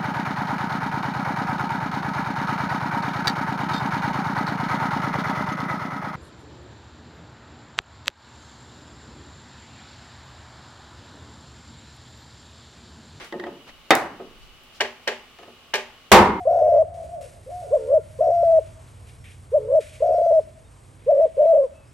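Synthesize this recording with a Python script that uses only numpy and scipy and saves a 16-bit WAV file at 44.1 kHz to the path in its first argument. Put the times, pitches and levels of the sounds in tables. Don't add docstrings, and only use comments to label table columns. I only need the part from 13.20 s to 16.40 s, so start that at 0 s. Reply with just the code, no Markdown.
import sys
import numpy as np
from scipy import signal
from scipy.fft import rfft, irfft, next_fast_len
from scipy.io import wavfile

SR = 44100
rng = np.random.default_rng(int(sys.argv[2]) if len(sys.argv) > 2 else 0)


def file_out(sig):
    cols = np.atleast_2d(sig).T
    lim = np.clip(cols, -1, 1)
    pcm = np.round(lim * 32767).astype(np.int16)
    wavfile.write(sys.argv[1], SR, pcm)


N = 141120
T = np.arange(int(0.8 * SR)) / SR
LEFT_RIGHT = np.array([[1], [-1]])


def amp(db):
    return 10 ** (np.asarray(db) / 20)


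def unit(x):
    return x / np.sqrt(np.mean(x ** 2) + 1e-20)


def along(points, hz):
    point_hz, value = np.transpose(points)
    return np.interp(np.log(hz + 1), np.log(point_hz + 1), value)


def filtered(x, response):
    n = x.shape[-1]
    padded = next_fast_len(n + 8192)
    spectrum = rfft(x, padded) * response(np.fft.rfftfreq(padded, 1 / SR))
    return irfft(spectrum, padded)[..., :n]


def half_angle(alike, hz):
    return np.arccos(np.clip(along(alike, hz), -1, 1)) / 2


def noise(colour, alike, size):
    def mid_side_gain(hz):
        angle = half_angle(alike, hz)
        return amp(along(colour, hz)) * [np.cos(angle), np.sin(angle)]
    mid, side = filtered(rng.standard_normal((2, size)), mid_side_gain)
    return unit(np.array([mid + side, mid - side]))


def swells(rows):
    t = np.arange(N) / SR
    return sum(amp(db) * np.exp(-((t - peak_s) / half_width_s) ** 2) for peak_s, half_width_s, db in rows)


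# freq_hz, relative_db
AIR_COLOUR = [(15, -16.5), (25, 4), (48, -5), (195, -15), (236, -12), (309, -17), (363, -13.5),
              (405, -16.5), (503, -16), (775, -18), (863, -14), (962, -23), (1100, -13), (1740, -20.5),
              (2990, -13.5), (3430, -18), (12500, -42), (14800, -64), (16000, -72)]
# freq_hz, left_right_correlation
AIR_CORRELATION = [(60, 0.53), (240, 0.82), (950, 0.78), (3770, 0.21), (15000, -0.72)]
# freq_hz, relative_db
WHIR_COLOUR = [(2400, -46), (2800, -24.5), (2930, 15.5), (3100, -26), (3600, -16)]
# peak_s, half_width_s, level_db
WIND_GUSTS = [(.56, 0.081, -43), (1.25, 0.2, -40.5)]
# freq_hz, relative_db
RUMBLE_COLOUR = [(20, 13.5), (60, -2.5), (130, -27), (500, -65)]
# freq_hz, left_right_correlation
ROOF_CORRELATION = [(150, 1), (450, 1), (1000, 0.71), (2200, 0.36), (6000, 0.025)]
AIR_DB, WHIR_DB = -51, -60


def outdoors():
    air = amp(AIR_DB) * noise(AIR_COLOUR, AIR_CORRELATION, N)
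    whir = amp(WHIR_DB) * noise(WHIR_COLOUR, ROOF_CORRELATION, N)
    wind = swells(WIND_GUSTS) * noise(RUMBLE_COLOUR, [(50, 0.3)], N)
    return air + whir + wind


# peak_s, half_width_s, level_db
SLEEVE_RUSTLES = [(1.24, 0.039, -60), (1.565, 0.028, -53), (1.84, .02, -62)]
# freq_hz, relative_db
CLOTH_COLOUR = [(500, -14), (2000, -5), (4800, 3), (8000, -8), (15000, -18)]


def sleeve():
    return swells(SLEEVE_RUSTLES) * noise(CLOTH_COLOUR, ROOF_CORRELATION, N)


def dying(x, t60_of, rise_s, tilt_db_per_octave=0):
    hz, t, z = signal.stft(x, SR, nperseg=128)
    hz = hz[:, None]
    decay_db = -60 * t / t60_of(hz)
    tilt_db = tilt_db_per_octave * np.log2((hz + 100) / 1000)
    decayed = signal.istft(z * amp(decay_db + tilt_db), SR, nperseg=128)[1][:, :len(T)]
    return decayed * (1 - np.exp(-T / rise_s))


def ring(modes, rise_s):
    out = np.zeros((2, len(T)))
    for hz, db, t60_s in modes:
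        level_db, phase, spread = rng.standard_normal(3)
        apart = np.sign(spread) * half_angle(ROOF_CORRELATION, hz) * LEFT_RIGHT
        decay = amp(-60 * T / t60_s)
        out += amp(db + level_db) * decay * np.sin(2 * np.pi * hz * T + np.pi * phase + apart)
    return out * (1 - np.exp(-T / rise_s))


def placed(rows, blow_of):
    out = np.zeros((2, N + len(T)))
    for start_s, level_db, bright_db in rows:
        out[:, round(start_s * SR):][:, :len(T)] += amp(level_db) * blow_of(bright_db)
    return out[:, :N]


FRAME_RISE_S = 0.084


def booming(rows, modes):
    return placed(rows, lambda _: ring(modes, FRAME_RISE_S))


# freq_hz, t60_s
ROOF_T60 = [(60, 0.7), (250, 0.32), (1000, 0.52), (2500, 0.4), (6000, 0.33), (15000, 0.26)]
# freq_hz, left_right_correlation
DIRECT_CORRELATION = [(200, 0.9), (700, 1), (2000, 0.93), (8000, 0.31)]
ROOF_RISE_S = 0.004
SAME_SHARE = 0.59
DAMPING = 0.22


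def strikes(rows, colour, modes, t60_s, rise_s, ring_db=0, roof_db=-60, tilt_db=0, lead_ms=0):
    def left_lead(hz):
        return np.exp(1j * np.pi * hz * lead_ms / 1000 * LEFT_RIGHT)

    def wood_t60(hz):
        return t60_s * ((hz + 1000) / 2000) ** -DAMPING

    def response():
        overtones = filtered(noise(colour, DIRECT_CORRELATION, len(T)), left_lead)
        burst = dying(overtones, wood_t60, rise_s)
        diffuse = noise(colour, ROOF_CORRELATION, len(T))
        roof = dying(diffuse, lambda hz: along(ROOF_T60, hz), ROOF_RISE_S, tilt_db)
        return burst + amp(roof_db) * roof

    same = np.sqrt(SAME_SHARE) * response() + amp(ring_db) * ring(modes, rise_s)

    def blow(bright_db):
        varied = same + np.sqrt(1 - SAME_SHARE) * response()
        return filtered(varied, lambda hz: amp(bright_db * np.log2((hz + 300) / 1300)))

    return placed(rows, blow)


# start_s, level_db, brightness_db_per_octave
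PLANK_HITS = [(.1238, -29.5, 1), (.197, -30.5, 1.5), (.238, -29, -1)]
# pitch_hz, mean_level_db, t60_s
PLANK_RINGING = [(353, 1, 0.39), (430, -17, 0.34), (568.7, -10.5, 0.5), (871, -15, 0.45),
                 (1840, -9.5, 0.17), (1970, 1.5, 0.034), (3400, -33, 0.036), (4830, -17, 0.025)]
# freq_hz, relative_db
PLANK_COLOUR = [(80, -31), (330, -8), (800, -2), (1500, -9), (1900, 1.5), (2400, -26), (3200, -11),
                (5500, -25), (12000, -45.5)]
# start_s, level_db, brightness_db_per_octave
FAR_HITS = [(.136, -33, -4.5), (.264, -28.5, 4.5), (.286, -43.5, -4), (.998, -32.5, -1), (2.187, -40, 5.5),
            (2.228, -37.5, 8.5), (2.278, -42.5, 2)]
# pitch_hz, mean_level_db, t60_s
FAR_RINGING = [(236.2, -8, 0.367), (378, 0.5, 0.27), (450, -7.5, 0.47), (535, -4, .22), (697, -2, 0.12),
               (850, -14.5, .15), (1253, -7, 0.23)]
# freq_hz, relative_db
FAR_COLOUR = [(60, -43), (220, -9), (450, 0.5), (750, -6), (1400, -18.5), (3000, -27), (10000, -68)]
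# start_s, level_db, brightness_db_per_octave
TICK_HITS = [(.046, -29, -4.5), (1.435, -70, 6.5), (2.187, -25, -10.5)]
# freq_hz, relative_db
TICK_COLOUR = [(200, -29), (2000, 6.5), (7000, 7.5), (16000, 0.5)]
# peak_s, half_width_s, level_db
WOOD_SCRAPES = [(.005, 0.067, -39), (.49, 0.021, -44.5)]
# freq_hz, relative_db
SCRAPE_COLOUR = [(100, -2), (500, -1), (2200, -1), (5000, -10.5), (8000, -21.5), (16000, -38)]


def loose_timber():
    plank = strikes(PLANK_HITS, PLANK_COLOUR, PLANK_RINGING, t60_s=0.038, rise_s=0.00095,
                    ring_db=0, roof_db=-12.5, tilt_db=-7)
    far = strikes(FAR_HITS, FAR_COLOUR, FAR_RINGING, t60_s=0.086, rise_s=0.002,
                  ring_db=-5, roof_db=-12, tilt_db=-3.5)
    ticks = strikes(TICK_HITS, TICK_COLOUR, [], t60_s=0.025, rise_s=0.00011, roof_db=-13.5, tilt_db=1)
    scrapes = swells(WOOD_SCRAPES) * noise(SCRAPE_COLOUR, ROOF_CORRELATION, N)
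    return plank + far + ticks + scrapes


# start_s, level_db, brightness_db_per_octave
PEG_HITS = [(1.6058, -15, 0.5), (1.8753, -16.5, 0.5), (2.5384, -16, 1.14)]
# start_s, level_db, brightness_db_per_octave
BOUNCE_HITS = [(2.5535, -24.5, 3)]
# pitch_hz, mean_level_db, t60_s
PEG_RINGING = [(385, -7, 0.26), (428, -1, 0.19), (604, -2.5, 0.22), (693, -3, 0.099), (857, -10.5, 0.3),
               (982, -3, 0.08), (1109, -12.5, 0.12), (1197, -5, 0.12), (1637, 0, 0.13), (1760, -6, 0.15),
               (1950, -2.5, 0.084), (2352, 0.5, 0.073), (2594, -11, 0.047), (2735, -1, 0.11),
               (2940, -4, 0.047), (2997, -1, 0.057), (4409, -5, 0.061), (5450, -5.5, 0.049)]
# freq_hz, relative_db
PEG_COLOUR = [(60, -24), (160, -13), (290, -14.5), (420, 3.5), (650, -0.5), (950, 1), (1350, -7.5),
              (1750, 2), (3050, 0.5), (3500, -7), (5200, -10.5), (7000, -16), (10000, -26.5), (16000, -34)]
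# pitch_hz, mean_level_db, t60_s
PEG_POST_RINGING = [(238, -16, 0.35), (266, -47, .35)]
TOUCH_LEAD_S, TOUCH_DB = 0.0029, -3
PEG_LEAD_MS = 0.08
WALL_ECHO_S, WALL_ECHO_DB, WALL_ECHO_CUTOFF_HZ = 0.041, -10, 1500


def hammer():
    touches = [(start_s - TOUCH_LEAD_S, db + TOUCH_DB, bright) for start_s, db, bright in PEG_HITS]
    touch = strikes(touches, PEG_COLOUR, [], t60_s=0.022, rise_s=0.0011)
    dull_touch = filtered(touch, lambda hz: 1 / (1 + (hz / 3600) ** 8))
    taps = strikes(PEG_HITS + BOUNCE_HITS, PEG_COLOUR, PEG_RINGING, t60_s=0.097, rise_s=0.00055,
                   ring_db=-8.5, roof_db=-15, tilt_db=1, lead_ms=PEG_LEAD_MS)

    def wall(hz):
        return np.exp(-2j * np.pi * hz * WALL_ECHO_S) / (1 + 1j * hz / WALL_ECHO_CUTOFF_HZ)

    echo = amp(WALL_ECHO_DB) * filtered(taps, wall)
    return dull_touch + taps + echo + booming(PEG_HITS, PEG_POST_RINGING)


# start_s, level_db, brightness_db_per_octave
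POST_HITS = [(.7062, -4.5, -0.5)]
# pitch_hz, mean_level_db, t60_s
POST_RINGING = [(334, -6, 0.36), (621, -1.5, 0.23), (774.4, 5.5, 0.28), (900, -25, 0.11), (1118, -23, 0.69),
                (1273, -13, 0.39), (1710, -34, 0.38), (1913, 7, 0.17), (2504, -7.5, 0.25),
                (3270, -26, 0.18), (3670, 1.5, 0.15), (4200, -44, 0.064)]
# freq_hz, relative_db
POST_COLOUR = [(40, -41), (110, -23.5), (200, -14.5), (400, -7.5), (700, -2.5), (1300, -8), (2100, -6.5),
               (2900, -17.5), (5000, -21.5), (9000, -34.5), (16000, -38)]
# start_s, level_db before REBOUND_DB, brightness_db_per_octave
REBOUND_HITS = [(.7522, -18.5, 2)]
# start_s, level_db, brightness_db_per_octave
BEAM_HITS = [(2.9165, 5.5, -2.5)]
# pitch_hz, mean_level_db, t60_s
BEAM_RINGING = [(368, -17.5, 0.47), (425.5, -10.5, 0.42), (517, 1.5, 0.34), (610, -7, 0.39),
                (776.8, 2.5, 0.39), (928.5, -7.5, 0.82), (975, -18.5, 0.98), (968, 9.5, 0.26),
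                (1241, -7, 0.53), (1434, -20, 1), (1710, -37, 0.36), (1805, -2, 0.38), (2080, -25.5, 0.52),
                (2110, -18, 1), (2256, -4, 0.19), (2210, 2, 0.07)]
# freq_hz, relative_db
BEAM_COLOUR = [(30, -25), (70, -17.5), (130, -29.5), (200, -6.5), (280, -17.5), (400, -4), (620, -9.5),
               (950, 0), (1500, -11), (2200, -9.5), (3200, -13.5), (6500, -19), (16000, -23.5)]
# pitch_hz, mean_level_db, t60_s
FRAME_RINGING = [(68.3, -16, 0.51), (94.5, -12, 0.34), (195.5, 1.5, 0.24), (340, -5.5, 0.23),
                 (360.4, -4, 0.276)]
CRACK_DB, REBOUND_DB = 10, -1


def mallet():
    post = strikes(POST_HITS, POST_COLOUR, POST_RINGING, t60_s=0.11, rise_s=0.00023,
                   ring_db=-14, roof_db=-9, tilt_db=-2, lead_ms=0.019)
    crack = strikes(POST_HITS, POST_COLOUR, [], t60_s=0.015, rise_s=0.00039)
    rebound = strikes(REBOUND_HITS, TICK_COLOUR, [], t60_s=0.012, rise_s=0.0001, roof_db=-14, tilt_db=-2.5)
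    beam = strikes(BEAM_HITS, BEAM_COLOUR, BEAM_RINGING, t60_s=0.2, rise_s=0.00033,
                   ring_db=-14, roof_db=-3.5, tilt_db=-2)
    frame = booming(BEAM_HITS, FRAME_RINGING)
    return post + amp(CRACK_DB) * crack + amp(REBOUND_DB) * rebound + beam + frame


def scene():
    return outdoors() + sleeve() + loose_timber() + hammer() + mallet()


# freq_hz, left_minus_right_db
PORT_BALANCE = [(60, -2), (250, 0), (1300, -0.2), (4400, 0.5), (10000, 1)]
CLIP_TOP, CLIP_HARDNESS = 0.64, 15
LOW_CUT_HZ, TOP_HZ = 76, 16100


def record(dry):
    clipped = dry / (1 + np.abs(dry / CLIP_TOP) ** CLIP_HARDNESS) ** (1 / CLIP_HARDNESS)
    low_cut = signal.butter(1, LOW_CUT_HZ, "highpass", fs=SR, output="sos")
    lean = signal.sosfilt(low_cut, clipped)
    balanced = filtered(lean, lambda hz: amp(along(PORT_BALANCE, hz) * LEFT_RIGHT / 2))
    return filtered(balanced, lambda hz: 1 / (1 + (hz / TOP_HZ) ** 100))


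dry = scene()
out = record(dry)
file_out(out)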